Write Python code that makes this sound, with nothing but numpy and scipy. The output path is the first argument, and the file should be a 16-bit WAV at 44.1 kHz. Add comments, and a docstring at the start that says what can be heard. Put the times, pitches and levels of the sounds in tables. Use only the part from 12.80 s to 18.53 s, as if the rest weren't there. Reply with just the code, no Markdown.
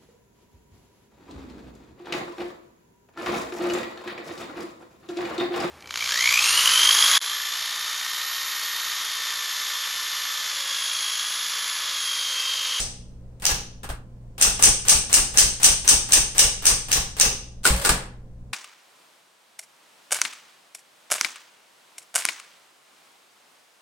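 """A steady motor hum under the dying ring of a type bar's slap: an electric typewriter in a quiet, bare room.
Then one letter, a space, a word of twelve letters and the powered carriage return.
Each key trips a cam that throws a type bar at the platen; the carriage steps on and shakes the table.
The lid shields the type bars, so most of the slap arrives by ceiling and walls.
Blows are noise shaped by echoes and part colours; steel, frame and table ring as damped sines."""
import sys
import numpy as np
from scipy import signal
from scipy.fft import rfft, irfft, next_fast_len
from scipy.io import wavfile
from scipy.ndimage import map_coordinates

SR = 44100
rng = np.random.default_rng(int(sys.argv[2]) if len(sys.argv) > 2 else 0)


def store_wav(level_fs):
    """Save 16-bit WAV to argv[1]."""
    pcm = np.round(np.clip(np.atleast_2d(level_fs), -1, 1) * 32767)
    wavfile.write(sys.argv[1], SR, pcm.T.astype(np.int16))


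N = 252693  # samples in the scene
LEAD = SR // 4  # samples of run-up, for a stroke that is still ringing at the start
RING = 2 ** 15  # samples in the sound of one blow
HZ = np.fft.rfftfreq(RING, 1 / SR)
AGE = np.arange(RING) / SR  # seconds into a blow
BLOW_SCALE = np.sqrt(SR / 10 / RING)  # takes rms 1 over RING to the energy of a tenth of a second at rms 1


def amp(db):
    """Decibels to gain."""
    return 10 ** (np.asarray(db) / 20)


def unit(x):
    """Scale to rms 1."""
    return x / np.sqrt(np.mean(x ** 2) + 1e-20)


def along(points, hz):
    """(Hz, value) points read on a log axis."""
    f, v = np.transpose(points)
    return np.interp(np.log(hz + 1), np.log(f + 1), v)


def add(track, s, sound):
    """Mix a sound into a track at time s, fading out its far end."""
    part = track[:, LEAD + round(s * SR):][:, :RING]
    faded = sound * np.minimum(1, 10 * (AGE[-1] - AGE))
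    part += faded[..., :part.shape[1]]


def wobble(rate):
    """A smooth random curve, rate knots a second."""
    knots = rng.standard_normal(int(N * rate / SR) + 4)
    return map_coordinates(knots, [np.arange(N) * rate / SR])


def ripple(width_hz):
    """A smooth random curve over frequency: resonances that one part does not share with its neighbours."""
    return map_coordinates(rng.standard_normal(400), [HZ / width_hz], mode="mirror")


# How alike the two sides are. Each row: frequency in Hz, left-right likeness (1 is identical).
ALIKE = [(60, 0.94), (130, 0.95), (280, 0.91), (600, 0.63), (1200, 0), (2400, 0), (12000, 0)]


def two_ports(size):
    """White noise at two close microphones: alike in the bass, unrelated in the treble."""
    likeness = along(ALIKE, np.fft.rfftfreq(size, 1 / SR))
    turn = np.arccos(np.clip(likeness, -1, 1)) / 2
    noise = rfft(rng.standard_normal((2, size)))
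    mid, side = irfft(noise * [np.cos(turn), np.sin(turn)], size)
    return np.array([mid + side, mid - side])


def rush(spectrum):
    """Steady stereo noise of rms 1."""
    size = next_fast_len(N)
    colour = amp(along(spectrum, np.fft.rfftfreq(size, 1 / SR)))
    return unit(irfft(rfft(two_ports(size)) * colour, size)[:, :N])


# The room's fading. Each row: frequency in Hz, time to fall 60 dB in seconds.
ROOM = [(200, 0.74), (530, 0.52), (1400, 0.45), (3700, 0.37), (9000, 0.29), (13000, 0.24)]
# Room plus ringing type bars. Each row: frequency in Hz, time to fall 60 dB in seconds.
BASKET = [(200, 0.61), (1400, 0.41), (3000, 0.51), (4500, 0.47), (6200, 0.45), (7400, 0.41), (9000, 0.42),
          (13000, 0.28)]
CEILING_S = 0.011  # delay of the ceiling's echo


def path(decay, direct_db, early_db, ceiling_db, contact=0.0012, blur=0.0077):
    """One contact as heard in the room: a direct snap, near echoes, the ceiling, then the tail."""
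    hz, t, z = signal.stft(two_ports(RING), SR, nperseg=256)
    fading = amp(-60 * t / along(decay, hz)[:, None])
    tail = signal.istft(z * fading, SR, nperseg=256)[1][:, :RING]
    direct = amp(direct_db) * np.exp(-(AGE / contact) ** 4)
    arrived = (1 + np.tanh((AGE - CEILING_S) / blur)) / 2
    near = amp(early_db) * (1 - arrived)
    echoes = arrived * (1 + amp(ceiling_db) * np.exp(-abs(AGE - CEILING_S) / 0.004))
    return unit(tail * (direct + near + echoes))


# Resonances of frame and case. Each row: frequency in Hz, width in Hz, height in dB over the broad response.
CASE = [(388.8, 50, 0), (492, 134, 5), (820, 47, 7), (1164, 73, 3), (1510, 240, 1.5), (1694, 53, 5.5),
        (2757, 470, 4)]


def body(spectrum, knock_db=0):
    """Gain of a part mounted in the resonant case; a heavier knock drives lows and low mids harder."""
    bumps = sum(db / (1 + (2 * (HZ - hz) / width) ** 2) for hz, width, db in CASE)
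    colour = unit(amp(along(spectrum, HZ) + bumps))
    return colour * amp(knock_db / (1 + (HZ / 1600) ** 4))


# Stereo balance of every blow. Each row: frequency in Hz, left minus right in dB.
LEFT = [(500, 0.5), (2500, 0), (5000, 0.8), (8500, 2.5), (12000, -0.5)]


def blow(route, gain):
    """A contact with a causal colour; at unit gain its energy equals a tenth of a second at rms 1."""
    # folding the cepstrum gives the gain minimum phase, so nothing sounds before the contact
    cepstrum = irfft(np.log(np.maximum(gain, 1e-6)))
    cepstrum[1:RING // 2] *= 2
    cepstrum[RING // 2 + 1:] = 0
    balance = amp(np.array([[.5], [-.5]]) * along(LEFT, HZ))
    return irfft(rfft(route) * np.exp(rfft(cepstrum)) * balance) * BLOW_SCALE


def ring(modes, attack, scatter_db):
    """Damped modes of (Hz, dB, t60 s); each blow scatters their strengths by scatter_db."""
    tones = 0
    for hz, db, t60 in modes:
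        level = amp(db + scatter_db * rng.normal() - 60 * AGE / t60)
        tones = tones + level * np.sin(2 * np.pi * hz * AGE)
    return tones * (1 - np.exp(-AGE / attack))


# Hum of motor and drive. Each row: frequency in Hz, level in dB rms before its slow wobble.
HUM = [(59.6, -50), (120, -48), (182, -58), (240, -63.5), (520, -70.5), (1032, -82)]
# Colour of drive rumble and room air. Each row: frequency in Hz, level in dB per Hz.
AIR = [(12, -4.5), (25, -2.5), (40, -6), (70, -11.5), (100, -21), (200, -18), (300, -27.5), (500, -29.5),
       (700, -34.5), (1000, -41), (2000, -49.5), (3500, -54), (9000, -55), (11000, -63.5)]
AIR_DB = -43.5


def motor():
    """Steady hum lines over the rumble of the drive and the room's air."""
    t = np.arange(N) / SR
    lines = 0
    for hz, db in HUM:
        level = amp(db + 1.1 * wobble(21))
        phase = 2 * np.pi * (hz * t + rng.random()) + 0.24 * wobble(7.7)
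        lines = lines + level * np.sin(phase)
    return np.sqrt(2) * lines + amp(AIR_DB) * rush(AIR)


# Type bars hitting the platen. Each row: slap time in seconds, level in dB, extra steel ring in dB.
STROKES = [(-.1, -16.5, -2), (0.654, -20, -11), (1.613, -16.5, -0.5), (1.8253, -14.5, 1.5),
           (2.084, -15, 0.5), (2.3291, -15.5, -0.3), (2.5735, -14, -1), (2.832, -13.5, -0.5),
           (3.078, -14.5, 0), (3.322, -14.5, -1.1), (3.5815, -14.5, -1.5), (3.8553, -16.5, -1),
           (4.117, -19, -5.5), (4.3993, -16, -7)]
# Colour of keys and levers. Each row: frequency in Hz, level in dB per Hz.
LEVERS = [(60, 4.5), (200, -4), (500, -4), (1200, -1), (2000, -3.5), (3500, -4), (7000, -7), (9000, 1),
          (10500, -14.5), (12000, -8.5), (15500, -13.5)]
KEY_LEAD_S, KEY_DB, KEY_KNOCK_DB = .0325, -42, -2  # an unhurried key: lead on the slap, level, woodiness
HURRY_GAP_S, HURRY_POWER = .213, 11  # a key this soon after the last is fully hurried; fading for longer gaps
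HURRY_DB, HURRY_KNOCK_DB = 6, 7.5  # what full hurry adds to level and woodiness


def keys(track):
    """A finger knocks the key down just before its bar lands; the sooner after the last, the firmer and woodier."""
    times = np.transpose(STROKES)[0]
    gaps = np.diff(times, prepend=-np.inf)
    hurries = np.minimum(1, HURRY_GAP_S / gaps) ** HURRY_POWER
    for s, hurry in zip(times, hurries):
        route = path(ROOM, direct_db=-9, early_db=6, ceiling_db=-15)
        gain = body(LEVERS, KEY_KNOCK_DB + HURRY_KNOCK_DB * hurry)
        add(track, s - KEY_LEAD_S, amp(KEY_DB + HURRY_DB * hurry) * blow(route, gain))


# Type bars ringing in their basket. Each row: frequency in Hz, relative level in dB.
STEEL = [(5136, -43), (5211, -50), (5464, -47.5), (5615, -41.5), (5722, -42.5), (5927, -45.5), (6158, -32),
         (6202, -44), (6934, -51), (7946, -43.5), (8075, -36.5), (8581, -41.5), (8829, -47), (9033, -45.5),
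         (9179, -52), (9615, -39.5)]


def steel_ring(t60, scatter_db):
    """The bars' thin lines, at new strengths in each ear; energy of a tenth of a second at rms 1."""
    hz, db = np.transpose(STEEL)
    tones = np.sin(2 * np.pi * (hz[:, None] * AGE + rng.random((len(hz), 1))))
    strengths = amp(db + scatter_db * rng.standard_normal((2, len(hz))))
    pair = strengths * rng.choice([-1, 1], (2, len(hz))) @ tones
    swell = 1 - np.exp(-AGE / 0.025)
    return unit(pair * amp(-60 * AGE / t60) * swell) * BLOW_SCALE


# Colour of a slap. Each row: frequency in Hz, level in dB per Hz.
SLAP = [(60, -25), (200, -26.5), (600, -22), (2200, -14.5), (3000, -11.5), (4300, -10), (5300, -4),
        (6150, 0.5), (7200, -7), (8400, 1.5), (9500, -3.5), (10600, -24), (11600, -16.5), (15500, -17)]
SNAP_DB = -26.5  # type meeting paper: the motor throws every bar equally hard
SNAP_ECHO_S, SNAP_ECHO_DB, SNAP_SPREAD_S = .0135, -10, 0.0031  # snap off the ceiling: delay, level, smear


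def type_bars(track):
    """All bars strike the same spot, so slaps share snap and echo pattern; each bar has its own colour."""
    platen = path(BASKET, direct_db=-5, early_db=-9, ceiling_db=-1, blur=.0015)
    steel = np.exp(-((HZ - 8700) / 1400) ** 2)
    echo = amp(SNAP_ECHO_DB) * np.exp(-((AGE - SNAP_ECHO_S) / SNAP_SPREAD_S) ** 2)
    snap = np.exp(-(AGE / .0013) ** 4) + echo
    for s, db, steel_db in STROKES:
        own_path = path(BASKET, direct_db=-4.5, early_db=-16.5, ceiling_db=-8.5)
        route = unit(platen + 0.82 * own_path)
        own_db = 1.3 * ripple(width_hz=260)
        add(track, s, amp(db) * blow(route, body(SLAP) * amp(steel_db * steel + own_db)))
        add(track, s, amp(db + steel_db - 14.5) * steel_ring(t60=0.39, scatter_db=-0.5))
        add(track, s, amp(SNAP_DB) * blow(unit(two_ports(RING) * snap), body(SLAP)))


CHATTER_DB, CHATTER_DB_PER_S = -23.5, 130.5  # level against the slap, fading
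CHATTER_FROM_S, CHATTER_TO_S = .012, .11  # span after the slap


def chatter(track, count):
    """Each slap shakes loose levers, which tick a few times at random while it dies away."""
    gain = body(SLAP)
    for s, db, _ in STROKES:
        ticks = np.zeros((2, RING))
        for late in rng.uniform(CHATTER_FROM_S, CHATTER_TO_S, count):
            ticks += amp(-CHATTER_DB_PER_S * late) * np.exp(-((AGE - late) / .0005) ** 2)
        route = unit(ticks * two_ports(RING))
        add(track, s, amp(db + CHATTER_DB) * np.sqrt(count) * blow(route, gain))


# Machine on its feet and table top. Each row: frequency in Hz, level in dB, time to fall 60 dB in seconds.
TABLE = [(33.56, -25.5, 0.32), (54.6, -21, 0.14), (94.1, -40.5, 0.21), (134.6, -34, 0.24),
         (180.5, -38.5, 0.31)]


def thud(hard_db=0):
    """The machine rocks on its feet; a hard jolt drives the table's higher modes harder."""
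    modes = [(hz, db + hard_db * (hz > 80), t60) for hz, db, t60 in TABLE]
    return -ring(modes, attack=0.0028, scatter_db=0.0)


# Trip lever, cam, ribbon lift, escapement, carriage stop, bar falling back.
# Each row: typical delay from the slap in seconds, typical level in dB, knock in dB.
LINKAGE = [(-.022, -45.5, 3), (-.014, -39, -9), (-.004, -37, -1.5), (.036, -32, 1), (.053, -31.5, -1),
           (.082, -40, -5.5)]
STEP_S = .064  # from a slap or a press of the space bar to the thud of the carriage's step


def linkage(track):
    """Levers click before and after each slap, each with its own knock; the carriage steps with a thud."""
    for delay, db, knock_db in LINKAGE:
        lever = path(ROOM, direct_db=-1.5, early_db=6.0, ceiling_db=4.5)
        for s, *_ in STROKES:
            own_path = path(ROOM, direct_db=-1.0, early_db=4.5, ceiling_db=-3.0)
            route = unit(lever + 0.66 * own_path)
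            late = delay * (1 + .07 * rng.normal())
            own = amp(2.2 * ripple(width_hz=150))
            level = amp(db + 1.3 * rng.normal())
            add(track, s + late, level * blow(route, own * body(LEVERS, knock_db)))
    for s, *_ in STROKES:
        add(track, s + STEP_S + 0.0011 * rng.normal(), thud())


# A fingertip landing on a key. One row: start in seconds, level in dB.
TOUCH = (.599, -57)


def fingertip(track):
    """Before the next letter a fingertip lands on its key: a faint, quickly damped contact."""
    s, db = TOUCH
    route = unit(path(ROOM, direct_db=2, early_db=-3, ceiling_db=-9.5) * amp(-200 * AGE))
    add(track, s, amp(db) * blow(route, body(LEVERS, knock_db=-3.5)))


def bounces(s, db, knock_db, flight_s, loss_db, duller_db, count):
    """A contact and its rebounds, each weaker and duller: rows of (s, dB, knock dB)."""
    return [(s + k * flight_s, db - k * loss_db, knock_db + k * duller_db) for k in range(count)]


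# Space bar pressed, then stopped by the carriage's step. Each row: start in seconds, level in dB, knock in dB.
SPACE = [(1.0327, -45.5, 1.5), (1.0909, -43, 4)]
SPACE_BOUNCE_S, SPACE_LOSS_DB, SPACE_DULLER_DB = .01, 2, 3.5  # its one bounce: flight, loss, added knock
SPACE_THUD_DB = -3


def space_bar(track):
    """The carriage steps without a type bar: light, hollow knocks of the long plastic bar, and the thud."""
    hollow = amp(5 / (1 + ((HZ - 1450) / 350) ** 2))
    for knock in SPACE:
        for s, db, knock_db in bounces(*knock, SPACE_BOUNCE_S, SPACE_LOSS_DB, SPACE_DULLER_DB, count=2):
            route = unit(path(ROOM, direct_db=-2, early_db=1.5, ceiling_db=-4.0) * amp(-70 * AGE))
            add(track, s, amp(db) * blow(route, hollow * body(LEVERS, knock_db)))
    add(track, SPACE[0][0] + STEP_S, amp(SPACE_THUD_DB) * thud())


# Colour of the carriage. Each row: frequency in Hz, level in dB per Hz.
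CARRIAGE = [(150, -12.5), (350, -11.5), (600, -10), (900, -6.5), (1500, -5.5), (2000, -6.5), (2900, -9.5),
            (4000, -6.5), (6700, -7), (8700, 0.5), (10600, -13), (12700, -14), (15500, -16)]
# Carriage frame, rung by every clack.
# Each row: frequency in Hz, typical level in dB over the clack, time to fall 60 dB in seconds.
FRAME = [(378, -7.5, 0.089), (820, -2, 0.034), (1200, -2, .06), (1440, 2.5, 0.05)]


def clack(track, s, db, knock_db):
    """One contact on the exposed carriage, with a brief ring of its frame."""
    route = path(ROOM, direct_db=-2, early_db=3, ceiling_db=-10.5, contact=0.0039)
    add(track, s, amp(db) * blow(route, body(CARRIAGE, knock_db)))
    add(track, s, amp(db) * ring(FRAME, attack=0.0011, scatter_db=1.5))


# Line feed ratchet. Each row: frequency in Hz, relative level in dB, time to fall 60 dB in seconds.
RATCHET = [(1480, -6, 0.08), (1453, 0, 0.052), (2200, -34, 0.057), (2980, -25.5, 0.066)]
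RATCHET_DB = -9.5
LATCH_S, LATCH_DB, LATCH_GROWS_DB, LATCH_KNOCK_DB = .0067, -33.5, 8, -10.5  # spacing, last level, rise a tick, knock
TUG_S, TUG_DB, TUG_LOSS_DB = .0175, 1.5, 3.5  # tugs after the first jolt: spacing, first level, loss a tug
JOLT_S = 0.051  # the table takes the jolt this long after a clack


def clutch(track, count):
    """The latch ticks ever louder until the clutch grabs, ringing the line feed; the draw band then tugs."""
    grab = CLACKS[0][0]
    add(track, grab, amp(RATCHET_DB) * ring(RATCHET, attack=.001, scatter_db=1))
    for k in range(count):
        # ticks are laid backwards from the grab, tugs forwards from the jolt
        clack(track, grab - (k + 1) * LATCH_S, LATCH_DB - k * LATCH_GROWS_DB, LATCH_KNOCK_DB)
        tug = amp(TUG_DB - k * TUG_LOSS_DB) * thud(hard_db=5)
        add(track, grab + JOLT_S + (k + 1) * TUG_S, tug)


# Carriage return: clutch grabbing, carriage meeting the brake, margin stop.
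# Each row: start in seconds, level in dB, knock in dB, loss a bounce in dB, jolt in dB.
CLACKS = [(4.853, -22.5, -1.5, 0.5, 9), (5.049, -24, 0.5, 3, 5), (5.0917, -21, 2, 16.5, -2)]
BOUNCE_S, BOUNCE_DULLER_DB = .0105, 1  # flight between a clack's bounces, knock added by each


def carriage_return(track):
    """The carriage clacks as it is pulled away, braked and stopped; each clack bounces and jolts the table."""
    clutch(track, count=3)
    for s, db, knock_db, loss_db, jolt_db in CLACKS:
        for contact in bounces(s, db, knock_db, BOUNCE_S, loss_db, BOUNCE_DULLER_DB, count=3):
            clack(track, *contact)
        add(track, s + JOLT_S, amp(jolt_db) * thud(hard_db=4.5))


SLIDE_DB, SLIDE_GROWS_DB = -31.5, 1.5  # typical rattle at full speed, its rise from rest
WHINE_DB, WHINE_ROUGH = -5, 1.0  # gear whine's peak over the rattle's rms, its phase wander in radians
WHINE_START_HZ, WHINE_FULL_HZ, SPIN_UP_S = 462, 575, 0.078  # the whine follows the carriage's speed


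def slide():
    """The carriage gathers speed: rail rattle grows, the gear's rough whine rises; both fade from brake to stop."""
    t = np.arange(N) / SR
    start, brake, stop = np.transpose(CLACKS)[0]
    speed = 1 - np.exp(-np.maximum(t - start, 0) / SPIN_UP_S)
    hz = WHINE_START_HZ + (WHINE_FULL_HZ - WHINE_START_HZ) * speed
    whine = np.sin(2 * np.pi * np.cumsum(hz) / SR + WHINE_ROUGH * wobble(120))
    rattle = amp(2.5 * wobble(250)) * rush(LEVERS)
    moving = np.interp(t, [brake, stop], [1, 0]) * (t > start)
    level = amp(SLIDE_DB + SLIDE_GROWS_DB * (speed - 1))
    return moving * level * (rattle + amp(WHINE_DB) * whine)


def scene():
    """All the blows, the sliding carriage and the motor."""
    track = np.zeros((2, LEAD + N))
    keys(track)
    type_bars(track)
    chatter(track, count=5)
    linkage(track)
    fingertip(track)
    space_bar(track)
    carriage_return(track)
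    return track[:, LEAD:] + slide() + motor()


TOP_HZ = 16150  # band limit


def record(dry):
    """The loudest peaks are rounded off at full scale; nothing passes above the band limit."""
    rounded = dry / (1 + dry ** 8) ** (1 / 8)
    size = next_fast_len(N + RING)
    passed = np.clip((TOP_HZ - np.fft.rfftfreq(size, 1 / SR)) / 400, 0, 1)
    return irfft(rfft(rounded, size) * passed, size)[:, :N]


dry = scene()
out = record(dry)
store_wav(out)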